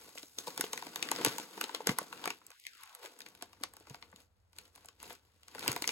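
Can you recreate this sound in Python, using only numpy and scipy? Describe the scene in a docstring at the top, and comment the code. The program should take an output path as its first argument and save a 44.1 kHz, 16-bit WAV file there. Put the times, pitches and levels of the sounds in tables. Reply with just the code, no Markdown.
"""Snack bag turned by hand

Two hands turn a full plastic bag over a wooden table, close to a phone in a quiet room.
Creases of the film snap one by one, small ones rustle round them and under sliding fingertips,
and the air and filling inside thump. Table and walls echo it over a low room hum.
The phone's low cut slides up twice, briefly."""
import sys
import numpy as np
from scipy import signal
from scipy.fft import rfft, irfft
from scipy.io import wavfile

SR = 44100
rng = np.random.default_rng(int(sys.argv[2]) if len(sys.argv) > 2 else 0)


def file_out(sig):
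    """Save sig as 16-bit WAV at sys.argv[1]."""
    # one column per channel
    cols = np.atleast_2d(sig).T
    # limit, then scale
    lim = np.clip(cols, -1, 1)
    pcm = np.round(lim * 32767).astype(np.int16)
    wavfile.write(sys.argv[1], SR, pcm)


N = 260631
SIDES = np.array([[1], [-1]])  # left, right


def undb(db):
    return 10 ** (np.asarray(db) / 20)


def unit_rms(x):
    return x / np.sqrt(np.mean(x ** 2))


def band(x, lo_hz, hi_hz):
    sos = signal.butter(2, [lo_hz, min(hi_hz, .45 * SR)], "band", fs=SR, output="sos")
    return signal.sosfilt(sos, x)


def add(out, start_s, x):
    i = max(int(start_s * SR), 0)
    x = x[..., :N - i]
    out[:, i:i + x.shape[-1]] += x


# Noise floor: (frequency [Hz], relative density [dB])
HUM_SPECTRUM = [(30, -25), (87, -5), (147, -27.5), (192, -22), (318, -42),
                (473, -28.5), (3030, -47.5), (17000, -59)]

def hum(level_db=-72.5):
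    """Building rumble and microphone hiss; the bass is alike on both sides."""
    f = np.fft.rfftfreq(N, 1 / SR) + 1
    hz, db = np.transpose(HUM_SPECTRUM)
    mid, side = rfft(rng.standard_normal((2, N)))
    noise = mid + np.clip(0.24 + f / 900, 0, 1) * side * SIDES
    colour = undb(np.interp(np.log(f), np.log(hz), db))
    return undb(level_db) * unit_rms(irfft(noise * colour, N))


def room(x):
    """Diffuse echo of table and walls: treble dies first, bass is alike on both sides."""
    t = np.arange(int(.4 * SR)) / SR
    mid, side = rng.standard_normal((2, len(t)))
    noise = mid + band(side, 1600, 14000) * SIDES
    onset = np.clip(t / 0.00026, 0, 1)
    response = 0
    for lo_hz, hi_hz, t60_s, db in [(100, 7200, 0.13, -12), (4500, 9800, 0.013, -16)]:
        tail = band(noise, lo_hz, hi_hz) * 1000 ** (-t / t60_s) * onset
        response = response + undb(db) * tail / np.sqrt(np.sum(tail ** 2) / 2)
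    response[:, 0] += 1  # direct sound
    return signal.fftconvolve(x, response, axes=1)[:, :N]


# Resonances of the enclosed air: (centre [Hz], width [Hz], gain [dB])
AIR_RESONANCES = [(170, 35, 3.5), (350, 200, 3), (480, 60, 4.5), (612, 130, -8), (900, 150, 3)]

def bag_air(x):
    """Air shut in the bag lifts a few low resonances, with a dip between them."""
    return x + sum((undb(db) - 1) * signal.lfilter(*signal.iirpeak(hz, hz / width_hz, SR), x)
                   for hz, width_hz, db in AIR_RESONANCES)


# Fingertip slides: (start [s], length [s], level [dB])
SLIDES = [(3.031, 0.028, -57), (3.878, 0.089, -68), (4.193, 0.015, -68), (4.566, 0.11, -71.5),
          (4.755, 0.12, -71.5), (5.02, 0.11, -59)]

def slide_power(t, rise_s=0.016, trail_s=0.027):
    """Rustle power under a fingertip sliding on the film: rise, hold, trail."""
    power = 0
    for start_s, length_s, db in SLIDES:
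        rise = np.minimum((t - start_s) / rise_s, 0)
        trail = np.maximum((t - start_s - length_s) / trail_s, 0)
        power = power + undb(db) ** 2 * np.exp(2 * (rise - trail))
    return power


def flurry_power(t, snap_db=-28.5, thump_db=-17, build_s=0.0062, settle_s=0.019):
    """Rustle power of creases shaken loose round each snap or thump: builds before, settles after."""
    kicks = np.zeros(N)
    for events, relative_db in ((SNAPS, snap_db), (THUMPS, thump_db)):
        for time_s, db, *_ in events:
            kicks[int(time_s * SR)] += undb(db + relative_db) ** 2
    lag_s = t[:SR] - .5
    envelope = np.exp(2 * np.where(lag_s < 0, lag_s / build_s, -lag_s / settle_s))
    return np.clip(signal.fftconvolve(kicks, envelope)[SR // 2:SR // 2 + N], 0, None)


# Fingers working the film: (time [s], level [dB], bass gain [dB], treble gain [dB])
HANDLING = [(0, -62.5, -4.5, 1.5), (.32, -73, -7, 7.5), (.5, -60, -3, 2), (.95, -58, -3.5, -1.5),
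            (1.27, -44.5, -1.5, -5.5), (1.33, -50, -5.5, -2), (1.49, -61, -3, 0), (1.63, -56, -1.5, -1.5),
            (1.84, -60, -3, -6.5), (2.08, -65, 1, 1.5), (2.276, -53, -3.5, -6.5), (2.399, -72.5, -6, -2),
            (2.8, -61, 1, -5), (3.149, -69, -0.5, -1), (3.581, -74, -1.5, -2), (4.101, -72.5, -1.5, -3.5),
            (4.259, -94, -2.5, 2), (5.0, -78.5, -4.5, -2), (5.409, -78, -8, -2.5), (5.683, -45.5, -3, -5.5),
            (5.81, -60, -2.5, 1.5), (5.91, -74, -1.5, 5)]
# Rustle colour: (frequency [Hz], band gain [dB])
RUSTLE_SPECTRUM = [(130, -9.5), (250, -0.5), (420, 2), (630, -1.5), (900, 1.5), (2000, -1.5), (4000, 2),
                   (7000, 2.5), (12000, 2.5), (16000, -14)]

def rustle(creases_per_s=1100, spread_db=3.0, skin_hiss=1.1, band_db=-6.5):
    """Dense tiny creases, mostly faint; skin sliding on the film fills the gaps with even hiss."""
    t = np.arange(N) / SR
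    times_s, *curves = np.transpose(HANDLING)
    handling_db, bass_db, treble_db = (np.interp(t, times_s, curve) for curve in curves)
    level = np.sqrt(undb(handling_db) ** 2 + flurry_power(t) + slide_power(t))
    creases = (rng.random(N) < creases_per_s / SR) * undb(spread_db * rng.exponential(size=N))
    colour_hz, colour_db = np.transpose(RUSTLE_SPECTRUM)
    out, strength = 0, rng.standard_normal(N)
    for hz in 130 * 2 ** np.arange(0, 7.1, .5):
        strength = .8 * strength + .6 * rng.standard_normal(N)  # correlated from band to band
        share = undb(11.0 * np.clip(strength, -2, 2) * min(hz / 1500, 1))
        decay_s = 0.0011 * (4000 / hz) ** .5
        bursts = signal.lfilter([1], [1, -np.exp(-1 / (decay_s * SR))], creases * share)
        envelope = unit_rms(bursts) + skin_hiss
        mid, side = rng.standard_normal((2, N))
        noise = mid + (0.15 + 0.66 * min(hz / 2500, 1)) * side * SIDES
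        crackle = unit_rms(band(envelope * noise, hz / 2 ** 0.22, hz * 2 ** 0.4))
        bass = np.clip(np.log2(2400 / hz) / 2.2, 0, 1)
        treble = np.clip(np.log2(hz / 3000), 0, 1)
        gain_db = band_db + np.interp(np.log(hz), np.log(colour_hz), colour_db)
        out = out + level * undb(gain_db + bass * bass_db + treble * treble_db) * crackle
    return out


# The filled bag gives way: (time [s], level [dB], nominal pitch [Hz], upper note gain [dB])
THUMPS = [(0.084, -49, 510, -25), (0.156, -44.5, 554, -18), (0.234, -48.5, 313, -6.5),
          (0.386, -45, 328, -19), (0.408, -48, 408, -16), (0.473, -39, 470, 2), (0.481, -36, 460, -1.5),
          (0.596, -32, 364, -18), (0.64, -32, 395, -9), (0.735, -37.5, 463, -2.5), (0.867, -43, 310, -6),
          (0.963, -48, 364, -7), (1.026, -47, 278, -19), (1.062, -42, 302, -9), (1.115, -31.5, 370, -14.5),
          (1.188, -37, 477, -14), (1.211, -33.5, 440, -24), (1.249, -31, 436, 0), (1.27, -25.5, 395, -12.5),
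          (1.273, -36.5, 131.8, -23), (1.398, -38.5, 334, -8), (1.577, -38.5, 367, -14.5),
          (1.639, -36.5, 453, -9.5), (1.746, -35, 480, -15), (1.805, -36.5, 450, -0.5),
          (1.872, -25, 400, -11), (1.893, -23, 196, -44.5), (1.898, -40, 122, -16.5),
          (1.916, -35.5, 363, -8.5), (2.017, -36.5, 530, -11), (2.274, -32.5, 384, -2.5),
          (3.048, -39.5, 463, -27), (3.426, -45.5, 345, -4), (3.612, -46.5, 290, -22),
          (3.808, -50.5, 390, -8), (3.907, -44.5, 137, -11), (4.139, -56, 200.6, -8),
          (5.057, -48.5, 480, -20), (5.556, -41, 446, -6), (5.626, -43, 430, -1), (5.685, -30, 352, -7.5),
          (5.692, -37.5, 126, -12), (5.764, -40.5, 413, -4), (5.822, -36.5, 342, -12)]

def thumps():
    """Soft push of the whole bag: a few cycles sagging in pitch, with a hollow note above."""
    out, t = np.zeros((2, N)), np.arange(3000) / SR
    phases_rad = 0.19 * rng.standard_normal((len(THUMPS), 1)) * [.5, -.5]
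    for (time_s, db, hz, upper_db), phase_rad in zip(THUMPS, phases_rad):
        upper = undb(upper_db)  # taut bag: more upper note, longer ring, less sag
        decay_s = (0.51 + 0.33 * upper) / hz
        sag_s = 14 * decay_s * (1 + 3 * upper)
        angle = 2 * np.pi * 1.09 * hz * sag_s * np.log(1 + t / sag_s)
        notes = np.sin(angle + phase_rad[:, None]) + upper * np.sin(1.9 * angle)
        envelope = undb(db + 9.0) * t / decay_s * np.exp(-t / decay_s)
        add(out, time_s - .0003, envelope * notes)
    return out


# Snap colour breakpoints, bass and body up to fizz: (frequency [Hz])
SNAP_COLOUR_HZ = [300, 1100, 3700, 11000, 17000]
# Snapping creases: (time [s], level [dB], ring [Hz], body gain [dB], fizz gain [dB])
SNAPS = [(0.1757, -36, 2580, -4.5, -22), (0.182, -29.5, 2550, -37, -23), (0.23, -38, 4100, -18, -12.5),
         (0.3861, -23, 6750, -55, -19.5), (0.4714, -33, 1000, -25, -20), (0.479, -29, 880, -32, -21),
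         (0.577, -29.5, 905, -2.5, -5.5), (0.61, -21, 1680, -7, -6), (0.6407, -25.5, 920, -11, -47),
         (0.7319, -25, 7600, -11.5, -13.5), (0.776, -27.5, 2000, -10.5, -16),
         (0.824, -34.5, 1020, 2.5, -15), (0.8679, -36, 900, -2, -15), (0.9589, -29, 3940, -2.5, -6.5),
         (1.0265, -19, 2460, -23, -19), (1.088, -29, 1800, -5, -16), (1.1151, -24, 1060, 1.5, -4.5),
         (1.1613, -27.5, 5170, -9, -20), (1.213, -31.5, 638, -1, -16), (1.2485, -14.5, 11900, -9, -9.5),
         (1.2622, -22.5, 900, -5, -9), (1.2829, -27, 6490, -14.5, -16), (1.383, -28, 970, -2.5, -10.5),
         (1.399, -33, 870, -8, -15), (1.5774, -40.5, 780, 7.5, -27), (1.612, -22, 1430, -6, -11.5),
         (1.6404, -26, 1110, -11, -13), (1.6932, -35.5, 930, 4.5, -27), (1.7476, -21.5, 1170, -12, -18.5),
         (1.871, -18.5, 6850, -7, -11.5), (1.8911, -21.5, 2020, -2, -30), (1.916, -42, 7600, -25, -4),
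         (1.986, -27, 1340, 5, -1.5), (2.1268, -35.5, 1210, 3, -15.5), (2.2406, -31, 3300, 0.5, -18),
         (2.2564, -29.5, 1510, 3.5, -5), (2.276, -27, 2250, 2.5, -12.5), (2.3037, -23.5, 2520, -10, -20.5),
         (2.416, -59, 1360, 9.5, -30), (2.4662, -49.5, 7830, -34, -0.5), (2.504, -49, 2240, 4.5, -3.5),
         (2.516, -45.5, 986, -2, -18), (2.599, -54.5, 2060, -26, -2), (2.6519, -43, 2520, 7.5, -17.5),
         (2.667, -32, 1896, -1.5, -11.5), (2.835, -44.5, 2460, 1, -2), (2.857, -58, 7600, -8, -3),
         (2.875, -51, 2800, -6, -11), (2.95, -43, 1290, -4.5, -3.5), (3.0528, -50, 704, -20, -16.5),
         (3.19, -52, 7800, -1, -1), (3.2049, -36, 1990, -14.5, -15), (3.2182, -41, 4390, -28, -14),
         (3.263, -36.5, 1950, -12, -19), (3.2863, -47, 1990, -27, -8), (3.3506, -48, 800, -6, -8),
         (3.4123, -43.5, 855, -5, -43), (3.4237, -33, 775, -2, -10), (3.531, -48, 1140, -3.5, -12),
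         (3.636, -25.5, 906, -1, -12.5), (3.7367, -50.5, 920, 2, -3), (3.7674, -47.5, 850, -2.5, -3),
         (3.8702, -51, 746, 6, -13), (3.8979, -46, 6600, -10, -8), (3.9449, -38, 680, 2, -19.5),
         (4.0255, -37.5, 1160, -4, -29), (4.116, -64, 7100, -5, -4.5), (4.1282, -54.5, 613, 13.5, -50),
         (4.161, -45, 7200, -28, -15), (4.531, -55, 4600, -3, -13), (4.564, -48.5, 7340, -34, -18),
         (4.5856, -36, 1320, -14, -9.5), (4.653, -56, 3030, -4, -6), (4.7525, -51.5, 3600, -22, -6),
         (4.7585, -50, 860, 0, -5), (4.778, -55, 900, 6, -8), (4.8468, -53.5, 780, 8, -6),
         (4.858, -57.5, 7600, -19, 8), (4.8863, -41, 1290, -5, -14), (5.0014, -46, 6900, -6.5, -16.5),
         (5.029, -48.5, 1160, 2, 4.5), (5.098, -51, 1830, 1, 0.5), (5.105, -38.5, 770, 3.5, -46),
         (5.1288, -55, 1284, -1, 6.5), (5.152, -56, 5000, -10, -3), (5.432, -51, 3630, -9, -10),
         (5.482, -45, 850, -5, -7.5), (5.5491, -37.5, 720, 0.5, -16), (5.582, -41.5, 1510, 3.5, -18),
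         (5.6084, -41, 2150, -3, -9), (5.6278, -30, 899, -12, -27), (5.6615, -39.5, 1180, 6.5, -25),
         (5.679, -19, 2670, -10, -6.5), (5.717, -28, 2200, -9, -5), (5.7287, -38, 7500, 6, -3),
         (5.763, -30, 955, 3.5, -7.5), (5.822, -27, 4350, -8.5, -7.5), (5.842, -24.5, 2200, -7, -46),
         (5.8763, -22.5, 6500, -9, -5.5), (5.891, -20, 2500, -10, -24)]

def snaps(modes=48, ring_db=3.5, sag_s=0.045):
    """Each crease rings its own facet modes; bending waves bring the treble first, the lows late."""
    out, t = np.zeros((2, N)), np.arange(1300) / SR
    cycles_per_hz = sag_s * np.log(1 + t / sag_s)  # facets slacken: pitch halves in sag_s
    draws = rng.random((len(SNAPS), 5, modes, 1))
    for (time_s, db, ring_hz, body_db, fizz_db), (detune, phase, size, side, lag) in zip(SNAPS, draws):
        hz = 170 * 96 ** ((np.arange(modes)[:, None] + detune) / modes)
        breakpoints_db = [body_db - 13, body_db + 2, 0, fizz_db + 13, fizz_db + 6]
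        colour_db = np.interp(np.log(hz), np.log(SNAP_COLOUR_HZ), breakpoints_db)
        ring = np.exp(-(np.log2(hz / ring_hz) / 0.25) ** 2)  # largest facet: louder, longer
        gain = undb(db - 5.5 + colour_db + ring_db * ring + 6.26 * (size - 1))
        rise_s = 0.0003 * (4000 / hz) ** 1.167
        decay_s = 0.0012 * (4000 / hz) ** 0.32 * (1 + 0.57 * ring)
        delay_s = 0.0013 * lag ** 2 * (4000 / hz) ** 0.55  # the crease runs from facet to facet
        age_s = np.clip(t - delay_s, 0, None)
        envelopes = gain * (1 - np.exp(-(age_s / rise_s) ** 2)) * np.exp(-age_s / decay_s)
        cycles = hz * cycles_per_hz + phase
        # Short waves reach the two ports from different parts of the facet.
        skew = 0.76 * (side - .5) * np.clip(hz / 2500, 0, 1)
        snap = np.array([np.sum(envelopes * np.sin(2 * np.pi * (cycles + port * skew)), axis=0)
                         for port in (.5, -.5)])
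        snap *= np.sqrt(np.sum(envelopes ** 2) / np.sum(snap ** 2))  # stored energy, whatever the phases
        add(out, time_s - .0004, snap)
    return out


def scene():
    """Film coloured by the bag's air, plus thumps, echoing over the hum."""
    film = bag_air(snaps() + rustle())
    return room(film + thumps()) + hum()


# Rises of the low-cut edge: (start [s], top [s], top edge [Hz])
CUT_RISES = [(1.403, 1.761, 199), (2.495, 2.606, 1910)]

def low_cut(x, depth_db=-23.5, on_s=.06, off_s=3.33, rest_hz=130, off_hz=33,
            hold_s=0.0413, fall_oct_per_s=6.23):
    """The phone's sliding low cut: the edge climbs, holds briefly, then falls steadily in octaves."""
    f, t, frames = signal.stft(x, SR, nperseg=1024)
    edge_hz = np.where((t > on_s) & (t < off_s), rest_hz, off_hz)
    for start_s, top_s, top_hz in CUT_RISES:
        climb = np.clip((t - start_s) / (top_s - start_s), 0, 1) ** 0.96
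        climb_hz = rest_hz + (top_hz - rest_hz) * climb
        fall = 2 ** (-fall_oct_per_s * np.clip(t - top_s - hold_s, 0, None))
        edge_hz = np.maximum(edge_hz, (t > start_s) * climb_hz * fall)
    stopband = np.clip(np.log2(edge_hz / (f[:, None] + 1)) / 0.032, 0, 1)
    gain_db = depth_db * stopband * np.clip(f[:, None] / 160, .45, 1)
    return signal.istft(frames * undb(gain_db), SR, nperseg=1024)[1][:, :N]


def record(dry, left_db=3, left_lead_s=.0001, merge_hz=5090, treble_lag_s=0.0002186, top_hz=16300):
    """Phone: low cut, two ports, top cut. Left treble is mostly the right's, inverted and late."""
    left, right = rfft(low_cut(dry))
    f = np.fft.rfftfreq(N, 1 / SR)
    left_port = left * undb(left_db * np.clip(f / 1300, 0, 1)) * np.exp(2j * np.pi * f * left_lead_s)
    shared = -right * np.exp(-2j * np.pi * f * treble_lag_s)
    merge_rad = np.clip((f - merge_hz) / 1200 + .5, 0, .8) * np.pi / 2
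    left = np.cos(merge_rad) * left_port + np.sin(merge_rad) * shared
    top_cut = signal.ellip(8, .2, 75, top_hz, fs=SR, output="sos")
    return signal.sosfilt(top_cut, irfft(np.array([left, right]), N))


dry = scene()
out = record(dry)
file_out(out)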